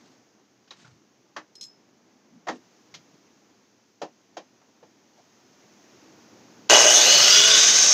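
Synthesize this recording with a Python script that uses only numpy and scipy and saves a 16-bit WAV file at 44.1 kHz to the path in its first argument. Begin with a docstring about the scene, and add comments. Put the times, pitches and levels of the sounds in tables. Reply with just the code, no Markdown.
"""A boat yard, under a hull: a worker walks about with an angle grinder tied to a wooden pole.
Knocks are noise bursts ringing the pole, a loose steel part clinks as decaying modes, steps are thuds and swishes.
Switched on, the grinder clatters as torque pulses drive noise through its resonances, then winds up
into a shrill rush of gear noise, air and tones that climb with the motor.
Sparse echoes throw tool and knocks back from the hull, over far rumble and thin hiss."""
import sys
import numpy as np
from scipy import signal
from scipy.fft import rfft, irfft
from scipy.io import wavfile

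SR = 44100
rng = np.random.default_rng(int(sys.argv[2]) if len(sys.argv) > 2 else 0)


def waveform_to_disk(signal):
    """Save audio, clipped to [-1, 1], as 16-bit WAV at the path in sys.argv[1]."""
    frames = np.transpose(np.atleast_2d(signal))
    scaled = np.clip(frames, -1, 1) * 32767
    samples = np.round(scaled).astype(np.int16)
    wavfile.write(sys.argv[1], SR, samples)


N = 349713
TIME = np.arange(N) / SR
FREQS = np.maximum(np.fft.rfftfreq(N, 1 / SR), 1)
SWITCH_ON_S, MAINS_HZ = 6.697, 60
INRUSH_S = 0.4  # decay time constant of the starting current


def from_db(db):
    """Decibels to gain."""
    return 10 ** (np.asarray(db) / 20)


def rms_one(x):
    """Scale to unit power."""
    return x / np.sqrt(np.mean(np.abs(x) ** 2) + 1e-20)


def in_time(rows):
    """Draw a curve of (time [s], value) at every sample."""
    return np.interp(TIME, *np.transpose(rows))


def colour(x, spectrum):
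    """Give a steady sound a spectrum, at unit power."""
    hz, db = np.transpose(spectrum)
    gain = from_db(np.interp(np.log(FREQS), np.log(hz), db))
    return rms_one(irfft(rfft(x) * gain, N))


def band(x, low_hz, high_hz, order=2):
    """Causal band-pass."""
    edges = [low_hz, min(high_hz, SR * 0.45)]
    return signal.sosfilt(signal.butter(order, edges, "band", fs=SR, output="sos"), x)


def drift(rate):
    """Smooth random wander with unit spread; rate in Hz."""
    control_rate = 4000
    r = np.exp(-2 * np.pi * rate / control_rate)
    slow = signal.lfilter([1], [1, -2 * r, r * r], rng.standard_normal(40000))
    slow = rms_one(slow[-32000:])  # drop the filter's settling
    return np.interp(TIME, np.arange(len(slow)) / control_rate, slow)


def resonate(x, modes):
    """Ring parallel resonances of alternating sign."""
    out = 0
    for k, (hz, width, db) in enumerate(modes):
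        r = np.exp(-np.pi * width / SR)
        zeros = np.array([1, 0, -1]) * (1 - r * r) / 2
        poles = [1, -2 * r * np.cos(2 * np.pi * hz / SR), r * r]
        out = out + (-1) ** k * from_db(db) * signal.lfilter(zeros, poles, x + 1e-18)
    return out


# Motor run-up, a quick kick and a slow climb: (speed gained [turns/s], time constant [s])
SPIN_UP = [(156, .095), (394, .4)]


def motor_speed(running):
    """Turns per second, closing on free speed as two exponential approaches."""
    return sum(gain * (1 - np.exp(-running / lag_s)) for gain, lag_s in SPIN_UP)


def impacts(turns, surge, depth, spread_db, per_turn=0.07):
    """Dense tooth contacts of uneven strength, harder at each surge of torque and once a turn."""
    sizes = rng.standard_normal(N) * from_db(spread_db * drift(270))
    return sizes * (1 + depth * surge) * (1 + per_turn * np.cos(2 * np.pi * turns))


# Low clatter over time, before trim: (time [s], level [dB])
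CLATTER_LEVEL = [(6.72, -12), (6.818, -18), (6.874, -18.5), (7.048, -25), (7.3, -25.5), (7.33, -43),
                 (7.514, -56), (7.534, -36.5), (7.9, -31)]
# Spectrum of the clatter: (frequency [Hz], relative density [dB/Hz])
CLATTER_SPECTRUM = [(60, -27.5), (150, -29), (300, -10.5), (450, 1.5), (620, 3.5), (1000, -0.5),
                    (1800, -8.5), (2600, -5.5), (4000, -42), (9000, -31), (15000, -61)]
# Resonances of the disc: (frequency [Hz], width [Hz], relative gain [dB])
DISC_MODES = [(447, 14, -6), (499, 16, -14), (592, 13, 2), (693, 13, -8), (750, 140, -11), (1580, 60, -1.5),
              (1940, 46, -4), (2490, 40, -8)]


def gear_clatter(turns, surge, current, clatter_db=1, disc_db=-3):
    """Torque pulses rattle the gears and shake the disc into ringing."""
    rattle = impacts(turns, surge, depth=7, spread_db=1)
    shake = impacts(turns, surge, depth=7, spread_db=1)
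    body = from_db(clatter_db) * colour(rattle, CLATTER_SPECTRUM)
    disc = from_db(disc_db) * rms_one(resonate(shake, DISC_MODES))
    # held back while the starting current is high
    return from_db(in_time(CLATTER_LEVEL)) / (1 + 2 * current) * (body + disc)


# Housing ring over time, before trim: (time [s], level [dB])
HOUSING_LEVEL = [(6.72, -15.5), (6.762, -13.5), (6.782, -19), (6.844, -24), (6.884, -16), (6.93, -26),
                 (7.498, -20), (7.57, -40), (7.9, -45)]
# Resonances of the housing: (frequency [Hz], width [Hz], relative gain [dB])
HOUSING_MODES = [(2920, 80, 2), (3410, 27, -4.5)]


def housing_ring(mesh, trim_db=-2.0):
    """Tooth contacts ring the housing, with a restless level."""
    ring = rms_one(band(resonate(mesh, HOUSING_MODES), 2100, 3700))
    return from_db(in_time(HOUSING_LEVEL)) * from_db(trim_db + 1.1 * drift(30)) * ring


# Gear hiss and squeal over time, before trims: (time [s], level [dB])
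GEAR_LEVEL = [(6.72, -16), (6.8, -14), (6.84, -15), (6.9, -12.5), (7.0, -12.5), (7.07, -16.5), (7.54, -19),
              (7.62, -17), (7.899, -12.5)]
# Resonances of the gear hiss: (frequency [Hz], width [Hz], relative gain [dB])
GEAR_MODES = [(4910, 44, -4.5), (5585, 33, -1.5), (5850, 99, -3), (6300, 170, 2.5), (6560, 270, -3),
              (7000, 360, -9.5)]
# Resonances of the squeal: (frequency [Hz], width [Hz], relative gain [dB])
SQUEAL_MODES = [(5200, 38, 12), (5450, 40, 23), (8070, 270, 3), (9140, 92, 1), (9730, 140, -5),
                (12000, 110, -3.5), (13150, 160, -2)]


def gear_noise(mesh, running, hiss_db=-2, squeal_db=-11):
    """Tooth contacts hiss through gear resonances; a squeal swells and fades early in the run-up."""
    level = from_db(in_time(GEAR_LEVEL))
    hiss = rms_one(band(resonate(mesh, GEAR_MODES), 4330, 7470, order=3))
    hiss = hiss * from_db(hiss_db + 1.6 * drift(39))
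    swell = np.exp(-0.5 * ((running - 0.2) / 0.18) ** 2)
    squeal = rms_one(band(resonate(mesh, SQUEAL_MODES), 4400, 12300))
    return level * (hiss + swell * from_db(squeal_db) * squeal)


def narrow_band(turns, multiple, width):
    """A wavering line that climbs with the motor."""
    phase = 2 * np.pi * multiple * turns
    return (drift(width) * np.cos(phase) + drift(width) * np.sin(phase)) / np.sqrt(2)


# Overall air level by motor speed: (speed [turns/s], level [dB])
RUSH_BY_SPEED = [(0, -15), (280, -21), (410, -17), (505, -15.5), (532, -19)]
# Spectrum of the broad rush: (frequency [Hz], relative density [dB/Hz])
RUSH_SPECTRUM = [(80, -32), (200, -15), (450, -10.5), (1000, -12), (2000, -4.5), (3500, -1), (5000, 0),
                 (7000, -3.5), (8000, -13.5), (10000, -24.5), (15500, -32.5)]
# Bands of fan air: (multiple of motor speed, full-speed level within the air [dB], wander rate [Hz])
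AIR_BANDS = [(7.1, -37, 190), (11.6, -3.5, 700)]


def cooling_air(speed, turns, surge, rush_db=-2.0):
    """A broad rush of air, with fan bands that climb and grow with speed."""
    air = from_db(rush_db) * colour(impacts(turns, surge, depth=0.76, spread_db=2.0), RUSH_SPECTRUM)
    fan = sum(from_db(db) * narrow_band(turns, multiple, width) for multiple, db, width in AIR_BANDS)
    level = from_db(np.interp(speed, *np.transpose(RUSH_BY_SPEED)))
    return level * (air + speed / speed.max() * fan)


# Tones of shaft, fan and gears: (multiple of motor speed, relative level [dB], wander rate [Hz])
TONES = [(0.34, -9.5, 53), (0.87, -7.5, 3.1), (1.08, -14, 2.2), (1.32, -7.5, 4.3), (2.2, 2.5, 59),
         (3.0, -3, 77), (6.0, -7, 48), (7.1, -0.5, 143), (9.7, -3.5, 79), (10.4, -1.5, 51),
         (12.0, -6.5, 30)]
# Tool resonances every tone climbs through: (frequency [Hz], width [Hz], gain [dB])
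TOOL_RESONANCES = [(145, 14.5, -37.5), (547, 170, -27.5), (1434, 240, -26.5), (2910, 240, -20.5),
                   (3503, 286, -20), (4250, 440, -21.5), (4900, 220, -23), (5620, 230, -11.5)]
EASE_TURNS_PER_S = 48  # this close to free speed the gears unload and their tones fade


def tones(speed, turns, rough=1.0):
    """Rotating parts sing while the motor pulls, swelling where their pitch meets a resonance."""
    pitches = np.arange(0, 8000, 5)
    response = sum(from_db(peak_db) / np.sqrt(1 + (2 * (pitches - hz) / span) ** 4)
                   for hz, span, peak_db in TOOL_RESONANCES)
    out = 0
    for multiple, db, width in TONES:
        line = np.cos(2 * np.pi * multiple * turns + 1.64 * drift(width))
        line = line + rough * narrow_band(turns, multiple, width)
        out = out + from_db(db) * line * np.interp(multiple * speed, pitches, response)
    free_speed = sum(gain for gain, _ in SPIN_UP)
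    pull = np.minimum((free_speed - speed) / EASE_TURNS_PER_S, 1)
    return out * np.sqrt(speed / free_speed) * pull


def commutator_whistle(turns, level_db=-41):
    """The 32 commutator bars sing a thin rising whistle."""
    bars = np.sin(2 * np.pi * 32 * turns + 1.2 * drift(60))
    return from_db(level_db + 2 * drift(30)) * bars


def grinder():
    """Starting torque pulses twice a mains cycle, then eases as the motor winds up."""
    running = np.maximum(TIME - SWITCH_ON_S, 0)
    speed = motor_speed(running)
    turns = np.cumsum(speed) / SR
    current = np.exp(-running / INRUSH_S)
    surge = current * np.cos(2 * np.pi * MAINS_HZ * (running - 0.0017)) ** 8
    mesh = impacts(turns, surge, depth=0.7, spread_db=1.5)
    out = gear_clatter(turns, surge, current) + housing_ring(mesh)
    out *= 1 - np.exp(-running / 0.0022)  # the torque takes hold after the switch closes
    out += gear_noise(mesh, running)
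    out += cooling_air(speed, turns, surge)
    out += tones(speed, turns)
    out += commutator_whistle(turns)
    return band(out * np.clip(running / 0.00052, 0, 1), 91, 18000, order=3)


# Handling knocks, ending with the snap of the switch: (time [s], body level [dB],
# pitch of the struck spot [Hz], fall above that pitch [dB/octave], hard tick level [dB])
KNOCKS = [(0.675, -70, 1480, 3, -65), (0.707, -46.5, 3840, 12, -52), (0.847, -58, 1430, 15, -77),
          (1.363, -39, 1174, -3.5, -44.5), (2.469, -39.5, 734, 0.5, -50.5), (2.483, -31, 724, 2.5, -40.5),
          (2.94, -52.5, 2110, -2, -45), (4.016, -34, 605, 8, -44.5), (4.368, -40.5, 710, 7.5, -47),
          (4.613, -66.5, 736, 3, -80), (4.827, -53.5, 491, 9, -68), (6.692, -44.5, 3100, 10, -34)]
# Resonances of the wooden pole: (frequency [Hz], width [Hz], gain before trim [dB])
POLE_MODES = [(305, 9, 6.5), (680, 330, 12.5), (1120, 38, -17), (1510, 20, -43), (1870, 240, -2),
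              (1960, 41, -36), (3250, 190, -7), (5200, 80, -36)]
KNOCK_BASS_DB_PER_OCTAVE = 4.8  # fall below the pitch of the spot
KNOCK_RING_DB = -1  # ring of the spot re the body


def knocks(low_t60=0.13, high_t60=0.087, rise_s=0.002, top_db=-30, mode_db=3, ring_q=15, wobble=0.44):
    """A hard tick over a burst tilted about the spot's pitch rings the pole; treble dies sooner."""
    out, t = np.zeros(N), TIME[:SR // 4]
    edges = np.array([150, 400, 1000, 2300, 6600, 15000])  # three body bands, tick, top
    body_centres = np.sqrt(edges[:3] * edges[1:4])
    decays = np.geomspace(low_t60, high_t60, num=5)
    attack = 1 - np.exp(-t / rise_s)
    early = slice(SR // 40)  # levels are set over the first 25 ms
    for s, body_db, ring_hz, fall, tick_db in KNOCKS:
        octaves = np.log2(body_centres / ring_hz)
        body = body_db - np.maximum(fall * octaves, -KNOCK_BASS_DB_PER_OCTAVE * octaves)
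        levels = [*body, tick_db, tick_db + top_db]
        phase = 2 * np.pi * ring_hz * t
        phase = phase + wobble * np.sqrt(ring_hz / 1000) * drift(ring_hz / 6)[:len(t)]
        ring = attack * np.exp(-np.pi * min(ring_hz, 1500) / ring_q * t) * np.sin(phase)
        blow = from_db(body_db + KNOCK_RING_DB) * ring / np.std(ring[early])
        for low, high, db, t60 in zip(edges, edges[1:], levels, decays):
            burst = rng.standard_normal(len(t)) * from_db(-60 * t / t60) * attack
            burst = burst + from_db(mode_db) * resonate(burst, POLE_MODES)
            burst = band(burst, low, high, order=3 if high < edges[-2] else 7)
            blow = blow + from_db(db) * burst / np.std(burst[early])
        at = int(s * SR)
        out[at:at + len(t)] += blow
    return band(out, 88, 19000)


# Bounces of a loose steel part: (time [s], level before trim [dB], ring time as share of the free one)
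CLINKS = [(1.5534, -36.5, 0.76), (1.6102, -27, 0.83), (1.6274, -28.5, 0.78), (1.6374, -31, 0.8),
          (1.6504, -43, .9)]
# Modes of the steel: (frequency [Hz], relative level [dB], free 60 dB decay time [s])
STEEL_MODES = [(4150, -4.5, 0.076), (4350, -28, .08), (5136, -5, 0.29), (5200, -6.5, 0.42), (5600, -5, .06),
               (5750, -16, 0.073), (6520, -3, 0.048), (7400, -15, 0.086), (7850, -22, 0.11),
               (10000, -32, 0.057), (11300, -29, .09)]


def clinks(trim_db=-6, crack_db=1):
    """Every touch strikes the steel modes with new strengths, along with a brief crack."""
    out, t = np.zeros(N), TIME[:SR // 2]
    for s, db, share in CLINKS:
        ring = 0
        for hz, mode_db, t60 in STEEL_MODES:
            fading_db = mode_db + rng.normal(0, 0.68) - 60 * t / (t60 * share)
            ring = ring + from_db(fading_db) * np.sin(2 * np.pi * hz * t)
        crack = band(rng.standard_normal(len(t)), 3100, 6600) * np.exp(-t / 0.0061)
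        touch = (ring + from_db(crack_db) * crack) * (1 - np.exp(-t / 0.0013))
        at = int(s * SR)
        out[at:at + len(t)] += from_db(db + trim_db) * touch
    return out


# Steps and rustling overalls: (time of peak [s], length as Gaussian sigma [s],
# thud pitch [Hz], thud level [dB], rustle level [dB])
SCUFFS = [(.05, 0.093, 149, -74, -66), (0.81, 0.043, 173, -63, -59), (0.905, 0.045, 127, -56.5, -67),
          (2.358, 0.026, 198, -55, -77), (2.541, 0.027, 302, -42.5, -61), (2.963, 0.03, 145, -61, -74),
          (3.15, 0.0087, 196, -51, -70), (5.195, 0.013, 720, -58, -66)]


def scuffs():
    """Soft footfalls as narrow-band thuds, with a swish of cloth as flickering noise."""
    rustle = band(rng.standard_normal(N), 600, 6700, order=6)
    rustle = rms_one(rustle * from_db(2.6 * drift(60)))
    out = 0
    for s, length, thud_hz, thud_db, rustle_db in SCUFFS:
        thud = rms_one(band(rng.standard_normal(N), thud_hz * 0.76, thud_hz * 1.33, order=3))
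        swell = np.exp(-0.5 * ((TIME - s) / length) ** 2)
        out = out + swell * (from_db(thud_db) * thud + from_db(rustle_db) * rustle)
    return out


def hull(x, wet_db, t60):
    """The hull, keel and ground scatter the sound back as a short spray of echoes."""
    t = TIME[:SR // 4]
    sparse = rng.standard_normal(len(t)) * (rng.random(len(t)) < 0.03)
    spray = sparse * from_db(-60 * t / t60) * (t > 0.002)
    return x + from_db(wet_db) * signal.fftconvolve(x, spray / np.linalg.norm(spray))[:N]


# Spectrum of the yard air: (frequency [Hz], relative density [dB/Hz])
YARD_SPECTRUM = [(18, -85), (30, -44), (53, -45), (83, -16.5), (117, -6), (160, -7.5), (202, 0),
                 (315, -0.5), (575, -10.5), (747, -11), (1260, -17.5), (3880, -22), (6540, -15),
                 (8500, -44.5), (15500, -36)]
# Distant rumble over time, before trim: (time [s], level [dB])
RUMBLE_LEVEL = [(0.0, -60.5), (0.6, -67.5), (3.05, -62), (3.9, -67.5), (5.68, -62.5), (6.01, -57.5),
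                (6.6, -55.5)]
# Background hiss over time, before trim: (time [s], level [dB])
HISS_LEVEL = [(0.0, -67), (0.42, -71), (2.44, -70.5), (2.63, -66.5), (3.1, -66.5), (3.82, -69.5),
              (4.89, -68.5), (5.88, -62), (6.6, -61.5)]


def yard(rumble_db=1.5, hiss_db=1):
    """Far rumble under a thin hiss: coloured noise split at 1500 Hz, each part with its own level."""
    air = colour(rng.standard_normal(N), YARD_SPECTRUM)
    low = signal.sosfilt(signal.butter(2, 1500, fs=SR, output="sos"), air)
    high = signal.sosfilt(signal.butter(2, 1500, "high", fs=SR, output="sos"), air)
    rumble = from_db(in_time(RUMBLE_LEVEL) + rumble_db + 0.72 * drift(7.6)) * rms_one(low)
    hiss = from_db(in_time(HISS_LEVEL) + hiss_db) * rms_one(high)
    return rumble - hiss


def scene():
    """Grinder and handling under the hull, in the open yard."""
    tool = hull(grinder(), wet_db=-8.5, t60=0.06)
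    handling = hull(knocks() + clinks(), wet_db=-11.5, t60=0.13)
    return (tool + handling + scuffs() + yard())[None]


def record(dry):
    """Round the highest peaks and cut the top steeply."""
    cutoff_hz = 15450
    rounded = dry / (1 + (dry / 0.92) ** 6) ** (1 / 6)
    return signal.sosfilt(signal.ellip(10, 0.1, 80, cutoff_hz, fs=SR, output="sos"), rounded)


dry = scene()
out = record(dry)
waveform_to_disk(out)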